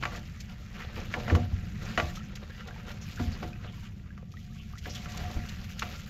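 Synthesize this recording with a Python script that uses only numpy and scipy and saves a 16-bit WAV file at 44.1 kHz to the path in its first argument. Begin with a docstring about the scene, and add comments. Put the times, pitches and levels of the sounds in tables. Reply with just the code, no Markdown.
"""Hauling a wet net

A wet gill net is hauled hand over hand into a small wooden boat, over a low rumble of dark noise.
Filtered grains make the mesh rustle, drag and fizz; sprays, bubbles and short pings make the water.
Zips are rough bands of noise; knocks and thuds are noise bursts and tones that ring the hull's modes."""
import sys
import numpy as np
from scipy import signal
from scipy.fft import rfft, irfft, next_fast_len
from scipy.io import wavfile
from scipy.ndimage import uniform_filter1d

SR = 44100
rng = np.random.default_rng(int(sys.argv[2]) if len(sys.argv) > 2 else 0)


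def transcribe(signal):
    """Save signal, clipped to [-1, 1], as a 16-bit WAV file at the path in sys.argv[1]."""
    frames = np.atleast_2d(signal).T
    limited = np.clip(frames, -1, 1)
    pcm = np.round(limited * 32767).astype(np.int16)
    wavfile.write(sys.argv[1], SR, pcm)


N = 268745
TIME = np.arange(N) / SR
AGE = TIME[:SR // 2]   # seconds since a contact


def from_db(db):
    """Level in dB to an amplitude factor."""
    return 10 ** (np.asarray(db) / 20)


def rms_one(x):
    """Scale to an rms of 1."""
    return x / np.sqrt(np.mean(x ** 2) + 1e-20)


def peak_one(x):
    """Scale to a peak of 1."""
    return x / (np.abs(x).max() + 1e-20)


def in_time(rows):
    """The columns of a curve table at every sample."""
    s, *columns = np.transpose(rows)
    return [np.interp(TIME, s, column) for column in columns]


def add(out, s, sound):
    """Mix a sound in at a time."""
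    at = max(0, round(s * SR))
    out[at:at + len(sound)] += sound[:N - at]


def dying(t60):
    """Exponential decay that falls 60 dB in t60 seconds."""
    return from_db(-60 * AGE / t60)


def swell(length):
    """A quick rise and a longer fall, mostly over after the given length in seconds."""
    u = 4 * AGE / max(length, .001)
    return u * np.exp(1 - u)


def drift(rate):
    """Smooth chance with spread 1: random knots, rate of them per second, joined by lines."""
    knots = np.arange(int(N / SR * rate) + 2)
    return rms_one(np.interp(TIME * rate, knots, rng.standard_normal(len(knots))))


def coloured(x, spectrum, size=8192):
    """Causal (minimum-phase) filter with the given spectrum."""
    hz, db = np.transpose(spectrum)
    grid = np.maximum(np.arange(size // 2 + 1) * SR / size, 1)
    curve_db = np.interp(np.log(grid), np.log(hz), db)
    cepstrum = irfft(np.log(from_db(curve_db)))
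    # fold the cepstrum forward in time to get minimum phase
    cepstrum[1:size // 2] *= 2
    cepstrum[size // 2 + 1:] = 0
    impulse = irfft(np.exp(rfft(cepstrum)))
    return signal.fftconvolve(x, impulse)[:len(x)]


def grains(per_s, spread_db):
    """Random clicks of uneven size; rms 1."""
    sizes = from_db(spread_db * np.minimum(rng.exponential(1, N), 4))
    signs = rng.choice([-1, 1], N)
    return rms_one(sizes * signs * (rng.random(N) < per_s / SR))


def pings(per_s, low_hz, high_hz, cycles, spread_db):
    """Short rings at random moments and pitches, of nearly equal strength; 60 dB down in so many cycles."""
    out, age = np.zeros(N), AGE[:SR // 20]
    for when, smallness, chance in rng.random((int(per_s * TIME[-1]), 3)):
        hz = low_hz * (high_hz / low_hz) ** smallness
        ping = np.sin(2 * np.pi * hz * age) * from_db(-60 * age * hz / cycles)
        add(out, when * TIME[-1], from_db(-spread_db * np.log(chance + .03)) * ping)
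    return out


def patchy(x, depth_db, per_s, count=14):
    """Each third of an octave swells and sinks on its own, as different strands take their turn."""
    size = next_fast_len(N)
    spectrum = rfft(x, size)
    hz = np.maximum(np.arange(len(spectrum)) * SR / size, 1)
    place = np.clip(3 * np.log2(hz / 600), 0, count - 1)   # band number, counted up from 600 Hz
    out = np.zeros(N)
    for k in range(count):
        band = irfft(spectrum * np.maximum(1 - np.abs(place - k), 0), size)[:N]
        out += band * from_db(depth_db * drift(per_s))
    return rms_one(out)


# modes of the wooden hull: [f/Hz, level/dB, t60/s]
HULL_MODES = [(94.6, 1.5, 0.33), (235.2, 1, 0.34), (337.7, -8, 0.51), (476.7, -6, 0.27), (594, -5.5, 0.33),
              (717.6, 3.5, 0.31), (1091, -6, 0.1), (1155, 0.5, 0.26), (1398, 3.5, 0.14), (1530, -3, 0.13),
              (1999, 0, 0.12), (2427, -6, 0.1), (2946, -4, 0.15)]


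def hull_ring(uneven_db=2.5):
    """The hull's answer to a tap; each spot excites the modes a little differently."""
    ring = np.zeros(len(AGE))
    for k, (hz, db, t60) in enumerate(HULL_MODES):
        strength = from_db(db + uneven_db * rng.standard_normal())
        ring += strength * (-1) ** k * np.sin(2 * np.pi * hz * AGE) * dying(t60)
    return ring


def through_hull(force):
    """The hull's modes ringing under a force."""
    return signal.fftconvolve(force, hull_ring())[:len(force)]


# swell of the low rumble, before trim: [t/s, level/dB]
RUMBLE_LEVEL = [(0.0, -40), (0.7, -43), (1.37, -35.5), (2.09, -38), (2.56, -44.5), (3.26, -38.5),
                (4.22, -43.5), (4.7, -41.5), (5.42, -38.5), (6.09, -42.5)]
# colour of the low rumble: [f/Hz, level/dB per Hz]
RUMBLE_COLOUR = [(12, -37), (25, -1), (45, -2.5), (70, 1), (94, 0), (125, -3), (160, -3.5), (218, -4),
                 (250, -21.5), (300, -22.5), (420, -29.5), (1500, -52)]


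def rumble():
    """A dark, even rumble that swells and sinks slowly."""
    level_db, = in_time(RUMBLE_LEVEL)
    noise = rms_one(coloured(rng.standard_normal(N), RUMBLE_COLOUR))
    slow_power = uniform_filter1d(noise ** 2, SR // 8)
    even = noise / np.sqrt(slow_power)
    return from_db(level_db - 0.52) * even


# drops fall on the sea and trap a bubble, before tap and bubble are balanced: [t/s, level/dB, f/Hz]
DRIP_EVENTS = [(2.10, -42, 1790), (2.173, -38, 1240), (2.205, -41, 1296), (2.504, -42, 1630),
               (2.708, -38, 1580), (2.742, -48, 2300), (2.76, -41, 850), (2.778, -48, 2170),
               (3.531, -41.5, 2450), (4.105, -44, 1590), (4.227, -45, 490), (4.339, -45, 1230),
               (4.37, -41.5, 1880), (4.735, -43, 1180), (4.755, -44, 1330), (4.775, -43, 1920)]


def drips(t60=0.048, rise_per_s=4.8, onset_s=0.00035):
    """A tap on the surface, then a bubble whose pitch climbs as it rises."""
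    out = np.zeros(N)
    for s, db, hz in DRIP_EVENTS:
        tone = np.sin(2 * np.pi * hz * AGE * (1 + rise_per_s * AGE / 2))
        bubble = tone * dying(t60) * (1 - np.exp(-AGE / onset_s))
        near_pitch = signal.butter(1, [.75 * hz, 1.4 * hz], "band", fs=SR, output="sos")
        burst = rng.standard_normal(len(AGE)) * dying(0.013)
        tap = peak_one(signal.sosfilt(near_pitch, burst))
        add(out, s, from_db(db) * (from_db(-1) * bubble + from_db(-4) * tap))
    return out


def trickle(water_db, rustle_db):
    """Tiny drops run off the mesh, larger ones plink on the sea, single strands tick as they pull free."""
    drops = pings(per_s=80, low_hz=2050, high_hz=6970, cycles=88, spread_db=1.0)
    plinks = pings(per_s=26, low_hz=913, high_hz=2740, cycles=96, spread_db=0.5)
    ticks = pings(per_s=70, low_hz=1290, high_hz=6000, cycles=16, spread_db=0.5)
    plink_db = np.minimum(water_db, -57) + 0.5   # plinks grow no louder in heavy runs of water
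    return from_db(water_db - 5.5) * drops + from_db(plink_db) * plinks + from_db(rustle_db + 3) * ticks


# wet strands snap and spatter, before trim: [t/s, level/dB, length/s]
SPATTER_EVENTS = [(0.157, -39.5, 0.02), (0.4004, -38, 0.025), (1.348, -34.5, 0.02), (2.151, -38, 0.036),
                  (2.353, -35.5, .017), (2.672, -42.5, .02), (2.917, -41.5, .008), (3.317, -42, 0.011),
                  (4.316, -49.5, 0.018), (4.779, -41, 0.024), (4.894, -41, 0.024), (4.945, -36, 0.033),
                  (5.118, -37.5, 0.011), (5.1735, -30, .009), (5.311, -41, 0.012), (5.487, -36, 0.018),
                  (5.642, -42, .008), (5.793, -24.5, 0.0083)]
# colour of the flicked droplets: [f/Hz, level/dB per Hz]
SPRAY_COLOUR = [(600, -32), (1800, 14.5), (3000, 18), (6000, 17.5), (12000, 9.5), (16000, 3)]
FLICKS_PER_S, FLICK_DB = 13, 2.5   # lesser sprays at random, dB against the water's level before trim


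def spatter(water_db):
    """Short sprays of droplets flicked off the strands: strong ones, and lesser ones that follow the water."""
    strong, lesser = np.zeros(N), np.zeros(N)
    droplets = rms_one(coloured(grains(9000, 2.5), SPRAY_COLOUR))
    for s, db, length in SPATTER_EVENTS:
        add(strong, s, from_db(db) * swell(length))
    for when, size in rng.random((int(FLICKS_PER_S * TIME[-1]), 2)):
        add(lesser, when * TIME[-1], from_db(FLICK_DB) * (.5 + size) * swell(0.011))
    return from_db(-7) * (strong + from_db(water_db) * lesser) * droplets


# taut strands zip over the side: [t/s, peak level/dB, f/Hz]
ZIP_EVENTS = [(2.865, -45, 1336), (3.01, -43, 6180), (3.169, -37, 1550), (3.320, -41, 4740),
              (3.67, -45, 3050), (4.586, -44.5, 2920), (4.894, -38, 5460), (4.948, -38, 3300),
              (5.135, -44, 1016)]


def zips(length=0.047, waver=0.34):
    """Knots slip past an edge at an uneven rate, which gives a rough band around one pitch."""
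    out = np.zeros(N)
    for s, db, hz in ZIP_EVENTS:
        phase = 2 * np.pi * hz * AGE
        in_phase = drift(waver * hz)[:len(AGE)] * np.sin(phase)
        quadrature = drift(waver * hz)[:len(AGE)] * np.cos(phase)
        add(out, s, from_db(db) * peak_one((in_phase + quadrature) * swell(length)))
    return out


# the float line drags over the side: [t/s, level/dB]
GUNWALE_LEVEL = [(4.85, -72), (4.96, -58.5), (5.24, -50), (5.38, -54.5), (5.55, -66), (6.09, -76)]
# force of that drag: [f/Hz, level/dB per Hz]
GUNWALE_FORCE = [(200, -24), (590, 3.5), (720, 4), (900, -7.5), (2000, -1.5), (4000, -19)]


def gunwale():
    """The loaded line judders over the side of the boat and keeps the planks ringing."""
    level_db, = in_time(GUNWALE_LEVEL)
    slips = coloured(grains(500, 2.0) * from_db(2.7 * drift(50)), GUNWALE_FORCE)
    ringing = rms_one(through_hull(slips))
    return from_db(level_db) * rms_one(ringing + from_db(-2) * rms_one(slips))


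# soft heavy loads land in the hull: [t/s, level/dB, length/s, brightness f/Hz, wet slap level/dB]
THUD_EVENTS = [(0.966, -41, 0.04, 630, -20), (1.162, -38.5, 0.036, 770, -20),
               (1.302, -27.5, 0.08, 280, -18), (1.321, -23, 0.08, 160, -39), (1.352, -36, 0.06, 600, -10),
               (1.51, -30, 0.066, 81, -26), (2.024, -34.5, 0.037, 151, -23),
               (3.191, -32, 0.075, 235, -15.5), (3.255, -29.5, 0.042, 120, -34),
               (3.421, -39, 0.042, 446, -5), (4.862, -44.5, 0.04, 600, -28), (5.199, -39, 0.074, 166, -16),
               (5.296, -46, 0.034, 900, -2), (5.357, -30, 0.031, 104, -17)]
# colour of struck planks, for wet slaps and knocks: [f/Hz, level/dB per Hz]
PLANK_COLOUR = [(100, -36), (300, -8.5), (650, 10), (1400, -3), (2500, -5), (5000, -13), (16000, -23)]


def thuds():
    """A heap lands: a wet slap, and a lumpy, dull push that sets the hull booming."""
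    out = np.zeros(N)
    for s, db, length, bright_hz, slap_db in THUD_EVENTS:
        dull = signal.butter(3, bright_hz, fs=SR, output="sos")
        no_sub = signal.butter(2, 65, "high", fs=SR, output="sos")
        push = signal.sosfilt(np.vstack([dull, no_sub]), rng.standard_normal(len(AGE)) * swell(length))
        slap = coloured(rng.standard_normal(len(AGE)) * swell(0.039), PLANK_COLOUR)
        boom = rms_one(push) + from_db(-2) * rms_one(through_hull(push))
        thud = rms_one(boom + from_db(slap_db) * rms_one(slap))
        add(out, s, from_db(db) * thud * np.sqrt(length / AGE[-1]))   # a short thud carries less energy
    return out


# floats and sinkers hit the boat, often in quick clusters; levels before trim:
# [t/s, level/dB, f/Hz, crack level/dB, level passed into the hull/dB]
KNOCK_EVENTS = [(0.0262, -21.5, 2320, -2, -7), (0.0345, -25, 1480, 3, -10), (0.0532, -20.5, 2330, -1, -0.5),
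                (0.122, -36, 1130, -14, 9.5), (0.496, -41.5, 1570, -4, 2), (1.139, -13, 1700, -6, -8),
                (1.279, -24, 1156, -6.5, 6.5), (1.2995, -17.5, 1804, -10, -2.5),
                (1.350, -24, 1080, -0.5, 2), (1.9755, -12, 1473, -1.5, 2), (1.999, -19, 1920, 2, -6),
                (2.683, -29, 1420, -8, -6), (3.198, -33, 1330, -14, 8), (3.4275, -29, 1100, -8, -7),
                (3.645, -45.5, 1110, 4, 9), (4.177, -39, 1320, -6, -3), (4.857, -27, 1684, -3.5, -5),
                (5.057, -32, 1350, -8, 2.5), (5.821, -20, 1155, 0.5, -2), (5.8245, -27, 906, 4, -8)]
# colour of the crack against wood: [f/Hz, level/dB per Hz]
CRACK_COLOUR = [(300, -7), (800, 5), (1400, 15.5), (2300, 10.5), (3500, 1), (6500, -12), (9000, -13.5),
                (16000, -36)]


def knocks(plank_t60=0.3, contact_s=0.00027, body_t60=0.044):
    """A hard little body rings briefly and cracks against the wood, which rings on."""
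    out = np.zeros(N)
    contact = 1 - np.exp(-AGE / contact_s)
    for s, db, hz, crack_db, hull_db in KNOCK_EVENTS:
        tones = np.sin(2 * np.pi * hz * AGE) + .5 * np.sin(2 * np.pi * 1.3 * hz * AGE)
        body = peak_one(tones * dying(body_t60))
        burst = rng.standard_normal(len(AGE)) * (dying(.035) + .5 * dying(.005))
        crack = peak_one(coloured(burst, CRACK_COLOUR))
        planks = peak_one(coloured(rng.standard_normal(len(AGE)) * dying(plank_t60), PLANK_COLOUR))
        wood = peak_one(hull_ring()) + from_db(-4) * planks
        knock = from_db(-8.5) * body + from_db(crack_db) * crack + from_db(hull_db - 10.0) * wood
        add(out, s, from_db(db + 1) * contact * knock)
    return out


# each pull or sweep of an arm moves the net; levels before trim:
# [start t/s, build-up/s, length/s, water shed level/dB, strand rustle level/dB, plank drag level/dB]
ARM_PULLS = [(0.0, 0.01, 0.16, -54.5, -48.5, -49.5), (0.725, .085, 0.098, -60, -43, -48),
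             (0.906, 0.066, 0.11, -52.5, -45.5, -46), (1.081, 0.042, 0.32, -56.5, -49.5, -48.5),
             (1.774, 0.089, 0.19, -55.5, -48, -54), (1.788, 0.034, 0.35, -52.5, -55, -51),
             (2.632, 0.056, 0.04, -74, -53, -52), (2.823, 0.048, 0.087, -56.5, -52, -46),
             (2.967, 0.13, 0.28, -51.5, -52.5, -60), (3.227, 0.064, 0.25, -56.5, -53, -49.5),
             (3.597, 0.036, 0.048, -66, -50.5, -50.5), (3.69, 0.047, 0.15, -57.5, -59, -81),
             (4.488, .05, 0.1, -62, -63, -82.5), (4.815, 0.04, 0.24, -52.5, -55, -62),
             (5.053, 0.066, 0.34, -73, -54, -52), (5.386, .05, 0.21, -59, -50.5, -60),
             (5.752, 0.029, 0.24, -53, -54, -55)]
# between pulls the net drains and shifts, and goes quiet while it is held up in the air; levels before trim:
# [t/s, draining water level/dB, shifting mesh level/dB]
IDLE_NET = [(0, -59, -57), (2.6, -60.5, -54.5), (3.75, -64, -59.5), (4.08, -72, -64), (4.26, -72.5, -70.5),
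            (4.4, -62, -73), (4.75, -61.5, -64), (5.1, -51, -56.5), (6.09, -57, -54.5)]
# drag of the shifting mesh; it fades faster than the rustle as the net is lifted clear
IDLE_DRAG_DB, IDLE_TOUCH = -3, 1.87
PULL_RELEASE_S = 0.056   # the net slides to rest


def haul():
    """Levels in dB of water, strands and planks: every pull rises, holds and dies away over the idle net."""
    water_db, mesh_db = in_time(IDLE_NET)
    loudest_db = mesh_db.max()
    drag_db = loudest_db + IDLE_DRAG_DB + IDLE_TOUCH * (mesh_db - loudest_db)
    power = from_db([water_db, mesh_db, drag_db]) ** 2
    for s, build_up, length, *levels_db in ARM_PULLS:
        rise = np.clip((TIME - s) / build_up, 0, 1)
        fall = np.exp(-np.clip((TIME - s - length) / PULL_RELEASE_S, 0, 20))
        power = power + np.outer(from_db(levels_db), rise * fall) ** 2
    return 10 * np.log10(power)


# colour of water fizzing off the mesh: [f/Hz, level/dB per Hz]
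HISS_COLOUR = [(1000, -39.5), (2200, 7), (3300, 4), (4500, 2), (7000, -1), (12000, -3.5), (16000, -2)]
# colour of crackling strands: [f/Hz, level/dB per Hz]
MESH_COLOUR = [(500, -25.5), (1000, -8), (1400, 3), (1900, 3), (2400, -1.5), (2900, -1.5), (4000, -16.5),
               (8000, -23.5), (16000, -55)]
# colour of knots rubbing over the planks: [f/Hz, level/dB per Hz]
DRAG_COLOUR = [(150, 10), (300, -1), (450, 6), (760, 0.5), (1000, -3.5), (1300, -3.5), (2000, -10.5),
               (4000, -8), (16000, -69)]


def net(hiss_db, rustle_db, drag_db):
    """Water fizzes off the mesh, wet strands crackle in clumps, and knots rub over the planks."""
    clumps = drift(40)   # the mesh catches and slips
    fizz = grains(900, 4.5) + from_db(2) * rng.standard_normal(N)
    fizz = coloured(fizz * from_db(1.2 * clumps + 0.7 * drift(70)), HISS_COLOUR)
    hiss = patchy(fizz, depth_db=2.2, per_s=55)
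    strands = coloured(grains(1100, 2.8) * from_db(1.9 * clumps + 1.4 * drift(90)), MESH_COLOUR)
    crackle = patchy(strands, depth_db=3.0, per_s=60)
    rustle = rms_one(crackle + from_db(-10) * rms_one(through_hull(crackle)))
    rub = coloured(grains(2000, 1.64) * from_db(3.65 * drift(60)), DRAG_COLOUR)
    drag = rms_one(rms_one(rub) + from_db(-6) * rms_one(through_hull(rub)))
    return from_db(hiss_db + 1.47) * hiss + from_db(rustle_db - 2.26) * rustle + from_db(drag_db + 1.0) * drag


# level of the side signal before trim, faint in the mids and wider in the treble: [f/Hz, level/dB]
SIDE_LEVEL = [(100, -92), (300, -36), (2000, -39), (4500, -22.5), (7000, -17), (9000, -6), (16000, -8)]
SPRAY_LEFT_DB = -5   # the top of the spray is loudest on the left; before the side level above


def scene():
    """Everything lies straight ahead; the treble is wider than the rest, and the spray leans left."""
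    water_db, rustle_db, drag_db = haul()
    spray = spatter(water_db)
    background = rumble() + drips() + trickle(water_db, rustle_db)
    contacts = zips() + gunwale() + thuds() + knocks()
    centre = background + contacts + net(water_db, rustle_db, drag_db)
    uneven = from_db(-5) * centre * drift(200)   # differs in sign from moment to moment
    side = coloured(uneven + from_db(SPRAY_LEFT_DB) * spray, SIDE_LEVEL)
    return np.array([centre + spray + side, centre + spray - side])


# the microphone is dull above 7 kHz, with a port resonance near 12 kHz: [f/Hz, level/dB]
MICROPHONE_COLOUR = [(6900, 0.5), (7400, -4), (8000, -15.5), (9100, -20.5), (10000, -15), (10900, -15),
                     (12300, 1), (13700, -10), (15200, -14)]
CUTOFF_HZ = 15600


def record(dry):
    """The microphone's colour, a right port that is duller at the very top, and the cut-off."""
    left, right = [coloured(channel, MICROPHONE_COLOUR) for channel in dry]
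    top = np.convolve(right, signal.firwin(61, 11000, pass_zero=False, fs=SR), "same")
    pair = np.array([left, right - .52 * top])
    low_pass = signal.ellip(10, .1, 80, CUTOFF_HZ, fs=SR, output="sos")
    return signal.sosfilt(low_pass, pair)


dry = scene()
out = record(dry)
transcribe(out)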